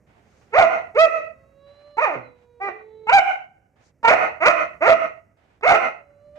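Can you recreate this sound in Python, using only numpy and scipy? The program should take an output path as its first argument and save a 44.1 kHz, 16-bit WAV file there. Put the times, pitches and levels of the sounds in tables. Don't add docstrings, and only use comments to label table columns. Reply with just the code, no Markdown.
import sys
import numpy as np
from scipy import signal
from scipy.fft import rfft, irfft, next_fast_len
from scipy.io import wavfile

SR = 44100
rng = np.random.default_rng(int(sys.argv[2]) if len(sys.argv) > 2 else 0)


def bounce(signal):
    frames = np.transpose(np.atleast_2d(signal))
    limited = np.clip(frames, -1, 1)
    pcm = np.round(limited * 32767).astype(np.int16)
    wavfile.write(sys.argv[1], SR, pcm)


def level_to_linear(level):
    exponent = np.asarray(level, float) / 20
    return 10 ** exponent


N = 281358


def curve(rows, at):
    s, *columns = np.transpose(rows)
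    return [np.interp(at, s, column) for column in columns]


def wobble(hz, shape):
    noise = signal.sosfilt(signal.butter(2, hz, fs=SR, output="sos"), rng.standard_normal(shape))
    return noise / noise.std()


def peak(hz, centre_hz, width_hz):
    return 1 / np.sqrt(1 + ((hz ** 2 - centre_hz ** 2) / (hz * width_hz)) ** 2)


def coloured(spectrum, alike):
    size = next_fast_len(N, True)
    hz = np.fft.rfftfreq(size, 1 / SR) + 1
    white = rng.standard_normal((3, size))
    shared, separate = white[0], white[1:]
    sides = np.sqrt(np.clip(alike, 0, 1)) * shared + np.sqrt(np.clip(1 - alike, 0, 1)) * separate
    points = np.array(spectrum)
    gain = level_to_linear(np.interp(np.log(hz), np.log(points[:, 0]), points[:, 1]))
    out = irfft(rfft(sides) * gain, size)[:, :N]
    return out / out.std()


def spans(tables, edge_s):
    for rows in tables:
        at = np.arange(round(rows[0][0] * SR), min(N, round(rows[-1][0] * SR)))
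        since_start = at - at[0]
        until_end = at[-1] - at + (at[-1] == N - 1) * SR
        fade = np.clip(np.minimum(since_start, until_end) / (edge_s * SR), 0, 1)
        yield at, fade, curve(rows, at / SR)


def town_hum():
    # frequency_hz, relative density_db (per Hz)
    hum_spectrum = [(15, -32.5), (25, -12.5), (75, 7), (383, -7.5), (573, -7), (1000, -22), (2240, -23),
                    (3440, -43.5), (6200, -32.5), (9520, -41), (15000, -44)]
    # time_s, level_db
    hum_drift = [(0.0, -58.5), (1.0, -54.5), (1.8, -61.5), (3.9, -62.5), (4.85, -54), (5.4, -63),
                 (6.38, -59.5)]
    level_db, = curve(hum_drift, np.arange(N) / SR)
    return level_to_linear(level_db) * coloured(hum_spectrum, alike=0.93)


def panting():
    # start_s, length_s, level_db at the start, hiss_db over the teeth
    pants = [(0.064, 0.5, -60.5, -70.5), (1.658, 0.29, -62.5, -92), (2.347, 0.13, -65.5, -86),
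             (3.755, .17, -62.5, -66), (5.367, .24, -62.5, -92), (6.351, .1, -55.5, -79.5)]
    # frequency_hz, relative density_db (per Hz)
    breath_spectrum = [(180, -42.5), (300, 2), (629, 4.5), (746, 8), (1030, 0.5), (2200, -1), (3940, -13.5),
                       (6580, -22.5), (9000, -27), (11700, -64), (19800, -120)]
    # frequency_hz, relative density_db (per Hz)
    teeth_spectrum = [(2500, -31), (4000, -3), (6500, 1), (9000, -15.5), (16000, -52)]
    attack_s, release_s, sag_db_per_s = 0.0083, 0.042, 1.5
    air = coloured(breath_spectrum, alike=0.071) * level_to_linear(1.8 * wobble(22, N))
    hiss = coloured(teeth_spectrum, alike=0.28)
    effort, narrowing = 0, 0
    for start_s, length_s, level_db, hiss_db in pants:
        t = np.arange(N) / SR - start_s
        edges = np.clip(np.minimum(t / attack_s, (length_s - t) / release_s), 0, 1)
        effort = effort + level_to_linear(level_db - sag_db_per_s * t) * edges
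        narrowing = narrowing + level_to_linear(hiss_db) * np.sin(np.pi * np.clip(t / length_s, 0, 1) ** 1.6) ** 2
    return air * effort + hiss * narrowing


def tract(hz, mouth_hz, upper_db, shorten, mouth_db=0):
    # centre_hz and width_hz (centre before shortening), level_db
    throat_peaks = [(1226, 570, -4.5), (2048, 410, -4), (2440, 150, -4.5), (2670, 180, -16),
                    (4500, 920, -35), (6200, 2100, -33.5)]
    power = level_to_linear(2 * mouth_db) * peak(hz, mouth_hz, width_hz=250) ** 4
    for centre_hz, width_hz, level_db in throat_peaks:
        gain = level_to_linear(level_db + upper_db) * peak(hz, centre_hz * shorten, width_hz) ** 2.36
        power = power + gain ** 2
    return power


def dog():
    # time_s, pitch_hz, level_db
    barks = [
        [(.52, 424.6, -49), (.538, 445.8, -18.5), (.56, 589.3, -12), (.58, 736.1, -9), (.6, 756.8, 5),
         (.615, 707.7, 6.5), (.655, 640, -3), (.668, 656, -44)],
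        [(.942, 428.3, -47.5), (.96, 438.5, -17.5), (.98, 602.3, -11), (1.0, 633, -6), (1.02, 664.7, 6.5),
         (1.055, 638, 6), (1.07, 596, -3.5), (1.085, 532, -14)],
        [(1.968, 430.8, -42), (1.985, 442.8, -11.5), (2.005, 509.5, -22.5), (2.025, 636, -15),
         (2.045, 609, -12.5), (2.06, 457.7, -21), (2.08, 390.2, -17), (2.11, 309.7, -25), (2.15, 278.1, -25.5),
         (2.165, 128.6, -33.5), (2.24, 120.4, -57.5), (2.33, 128, -77)],
        [(2.6, 369, -41.5), (2.617, 389.1, -22), (2.645, 399.6, -22.5), (2.67, 402, -25.5),
         (2.69, 378.7, -21.5), (2.715, 336, -46)],
        [(3.068, 425, -30), (3.082, 434.3, -21.5), (3.097, 469.6, -8.5), (3.112, 577.4, -23.5),
         (3.13, 776, -6.5), (3.155, 804.7, 10.5), (3.177, 774, 8), (3.195, 728.3, 7.8), (3.215, 720, -46)],
        [(4.028, 463.7, -39), (4.05, 463, -8), (4.07, 448.2, -16), (4.09, 469.3, 3.5), (4.105, 509.5, 2.1),
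         (4.112, 638.8, 6.5), (4.14, 753.2, 1.5), (4.165, 728, -40)],
        [(4.402, 292.1, -30), (4.427, 335.2, -13.5), (4.45, 411.5, -16.5), (4.474, 506.5, 0),
         (4.484, 637.2, 1.2), (4.5, 633.8, 0.3), (4.515, 661.3, -2), (4.535, 604, -53.5)],
        [(4.806, 275, -33.5), (4.825, 314.3, -12.5), (4.85, 391.3, -16), (4.875, 488.4, -10),
         (4.888, 665.3, -10.5), (4.915, 654.5, 0), (4.94, 612, -5.5), (4.955, 620, -44)],
        [(5.622, 402, -47.5), (5.635, 432.9, -16.5), (5.652, 526, -15), (5.67, 715.4, -11), (5.7, 764.4, -3.2),
         (5.725, 715, 4), (5.745, 652.3, 0.5), (5.765, 619, -5)],
    ]
    # resonance_hz as it opens, resonance_hz once open, upper resonances_db,
    # factor on the upper resonances' pitch as the throat changes length
    voices = [(540, 725, -7.5, 1.01), (500, 530, -9, 1.032), (815, 810, -9, 1.008), (1146, 590, -9.5, .97),
              (926, 790, -6, 1.1), (920, 700, -6.5, 1.013), (667, 640, -1.5, 1.014), (620, 650, -5, 1.012),
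              (560, 725, -6.5, 1.03)]
    hoarseness = [.42, .04, .3, .12, .06, .5, .45, .45, .42]
    clear_share, break_share = 0.3, 0.18
    jaw_share = 0.33
    hoarse_gain_at_end = 0.21
    open_swell_db = 4
    rasp_db, rasp_mouth_db = 2, -5
    out, order = np.zeros(N), np.arange(1, 25)[:, None]
    cries = spans(barks, edge_s=0.0024)
    for (at, fade, (pitch, db)), voice, hoarse in zip(cries, voices, hoarseness):
        shut_hz, open_hz, bright_db, shorten = voice
        progress = (at - at[0]) / at.size
        breaking = np.clip((progress - clear_share) / break_share, 0.3, 1)
        rough = np.clip(hoarse * breaking + hoarse_gain_at_end * progress ** 5.0, 0, 1)

        mouth_hz = shut_hz + (open_hz - shut_hz) * np.clip(progress / jaw_share, 0, 1)
        mouth_hz = np.minimum(mouth_hz, 2.1 * pitch)
        upper_db = bright_db + open_swell_db * np.sin(np.pi * progress)
        phase = 2 * np.pi * np.cumsum(pitch * (1 + 0.071 * rough * wobble(140, at.size))) / SR
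        hz = order * pitch

        chest = level_to_linear(-33.5) * (0.77 + (230 / pitch) ** 6) * (order == 1)
        power = tract(hz, mouth_hz, upper_db, shorten) + chest
        power = power * level_to_linear(0.82 * np.minimum(db + 2.5, 0) * np.log2(np.maximum(hz / 2800, 1)))
        gain = np.sqrt(power / power.sum(axis=0)) * (hz < 15600) / (1 + (hz / 9000) ** 2.0)

        air_hz = np.fft.rfftfreq(at.size, 1 / SR) + 1
        air_gain = np.sqrt(tract(air_hz, open_hz, bright_db, shorten, rasp_mouth_db))
        air_gain = air_gain / (1 + (air_hz / 8000) ** 2)
        rasp = irfft(rfft(rng.standard_normal(at.size)) * air_gain, at.size)
        rasp = level_to_linear(rasp_db) * rough * rasp / rasp.std()

        flutter = wobble(150, (2, order.size, at.size)) / np.sqrt(2)
        smear = np.clip(rough * (hz / 1000) ** 0.48, 0, 1)
        steady = np.sqrt(1 - smear ** 2)
        angle = order * phase + order ** 2 / 3
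        tones = (steady + smear * flutter[0]) * np.sin(angle) + smear * flutter[1] * np.cos(angle)
        out[at] += level_to_linear(db) * fade * (np.sqrt(2) * (gain * tones).sum(axis=0) + rasp)
    return out


def yard(x):
    # delay_s, energy_db (per s, before dulling), dulling_hz
    echo_decay = [(.003, 18, 9200), (.05, 7, 7100), (.12, -1, 5200), (.25, -23.5, 3500), (.33, -39.5, 3120),
                  (.7, -71, 2500)]
    delay_s = np.arange(round(echo_decay[-1][0] * SR)) / SR
    db, dull_hz = curve(echo_decay, delay_s)
    clumps = level_to_linear(3.0 * wobble(60, (2, delay_s.size)))
    hits = rng.standard_normal((2, delay_s.size)) * clumps
    echoes, edges_hz = 0, 100 * 2 ** np.arange(0, 7.5, 0.5)
    for low, high in zip(edges_hz, edges_hz[1:]):
        band = signal.sosfilt(signal.butter(2, [low, high], "band", fs=SR, output="sos"), hits)
        echoes = echoes + band / (1 + (low / dull_hz) ** 2.9)
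    echoes = echoes * level_to_linear(db) * (delay_s > echo_decay[0][0]) / np.sqrt(SR)
    return signal.fftconvolve(x[None], echoes, axes=1)[:, :N]


def smacks():
    # start_s, level_db at the start
    lip_clicks = [(0.949, -32), (1.97, -30.5), (3.071, -32), (4.031, -26), (5.61, -37.5)]
    decay_s = 0.004
    out, at = np.zeros(N), np.arange(600)
    noises = wobble(1100, (len(lip_clicks), at.size))
    for (start_s, db), noise in zip(lip_clicks, noises):
        out[round(start_s * SR) + at] = level_to_linear(db) * noise * np.exp(-at / SR / decay_s)
    return out


def cat():
    # time_s, pitch_hz, level_db (of the fundamental, before ring and throb)
    yowls = [
        [(1.28, 533, -64), (1.44, 543, -59), (1.52, 551, -62), (1.64, 560, -50.5), (1.76, 576, -53),
         (1.9, 585.6, -51.5), (1.97, 585, -51.5), (2.2, 524, -53), (2.3, 493.6, -53), (2.38, 488, -57.5),
         (2.58, 478.5, -55), (2.72, 430, -46.5), (2.87, 435, -47), (3.1, 441, -44.5)],
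        [(5.98, 574, -58.5), (6.18, 575, -56.5), (6.26, 586, -49.5), (6.32, 583, -53.5), (6.38, 602, -41.5)],
    ]
    # multiple of the pitch, level_db
    overtones = [(1, 0), (2, -21), (3, -31), (4, -38), (5, -32), (6, -43), (7, -42), (8, -44), (9, -46),
                 (10, -50)]
    # centre_hz, width_hz
    nose = (4020, 220)
    # nasal ring_db, overtones_db
    cat_mouths = [(24, 1.9), (10.13, -7)]
    growl_hz, growl_below_hz, growl_depth = 47.8, 462, 0.2
    ring_loss_per_db = 0.6
    lean_db = -4 * np.array([[0.5], [-0.5]])
    out = np.zeros((2, N))
    for (at, fade, (pitch, db)), (nose_db, tone_db) in zip(spans(yowls, edge_s=0.013), cat_mouths):
        ring_db = nose_db - ring_loss_per_db * np.maximum(db - db.mean(), 0)
        phase = 2 * np.pi * np.cumsum(pitch * (1 + 0.0015 * wobble(15, at.size))) / SR
        open_db = tone_db + 14.0 * np.log2(pitch / 440)
        voice = 0
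        for k, level_db in overtones:
            strength = level_to_linear(level_db + (k > 1) * open_db + 1.5 * wobble(11, at.size))
            ring = 1 + level_to_linear(ring_db) * peak(k * pitch, *nose) ** 3
            voice = voice + strength * ring * np.sin(round(k) * phase)
        growl = growl_depth * np.clip((growl_below_hz - pitch) / 15, 0, 1)
        beat = 2 * np.pi * np.cumsum(growl_hz * (1 + 0.032 * wobble(5.4, at.size))) / SR
        throb = 1 + growl * (np.sin(beat) + 0.48 * np.cos(2 * beat))
        out[:, at] += np.sqrt(2) * level_to_linear(db) * fade * throb * voice * level_to_linear(lean_db)
    return out


def limiter(x, ceiling_db, release_db_per_s, attack_s):
    ramp = release_db_per_s * np.arange(N) / SR
    over_db = np.maximum(20 * np.log10(np.abs(x).max(axis=0) + 1e-9) - ceiling_db, 0)
    held_db = np.maximum.accumulate(over_db + ramp) - ramp
    r = np.exp(-1 / (attack_s * SR))
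    return x * level_to_linear(-signal.lfilter([1 - r], [1, -r], held_db))


def scene():
    barks, yowl = dog() + smacks(), cat()
    right_lag = 7.0
    late_barks = np.interp(np.arange(N) - right_lag, np.arange(N), barks)
    direct = level_to_linear(-2.56) * np.stack([barks, late_barks])
    cat_echo = yard(level_to_linear(-6) * yowl.mean(axis=0))
    return direct + yard(barks) + yowl + cat_echo + panting() + town_hum()


def top_cut(x):
    return signal.sosfilt(signal.butter(12, 15800, fs=SR, output="sos"), x)


def record(dry):
    # frequency_hz, left minus right_db
    port_balance = [(60, -3), (150, -6.5), (300, -6), (600, -3.5), (1500, -5), (3000, -3.5), (5000, 1),
                    (9000, 8), (14000, -8)]
    points, hz = np.array(port_balance), np.fft.rfftfreq(N, 1 / SR) + 1
    lean_db = np.interp(np.log(hz), np.log(points[:, 0] + 1), points[:, 1])
    ports = irfft(rfft(dry) * level_to_linear(np.outer([0.5, -0.5], lean_db)), N)
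    held = limiter(ports, ceiling_db=-1.0, release_db_per_s=96.0, attack_s=0.0013)
    top = 0.66
    bent = top * np.tanh((np.abs(held) / top) ** 2.962) ** (1 / 2.852) * np.sign(held)
    bent = bent + 0.072 * held ** 2
    bent = signal.sosfilt(signal.butter(1, 30, "high", fs=SR, output="sos"), bent)
    bent = signal.sosfilt(signal.cheby2(10, 40, 15800, fs=SR, output="sos"), bent)
    return top_cut(bent)


dry = scene()
out = record(dry)
bounce(out)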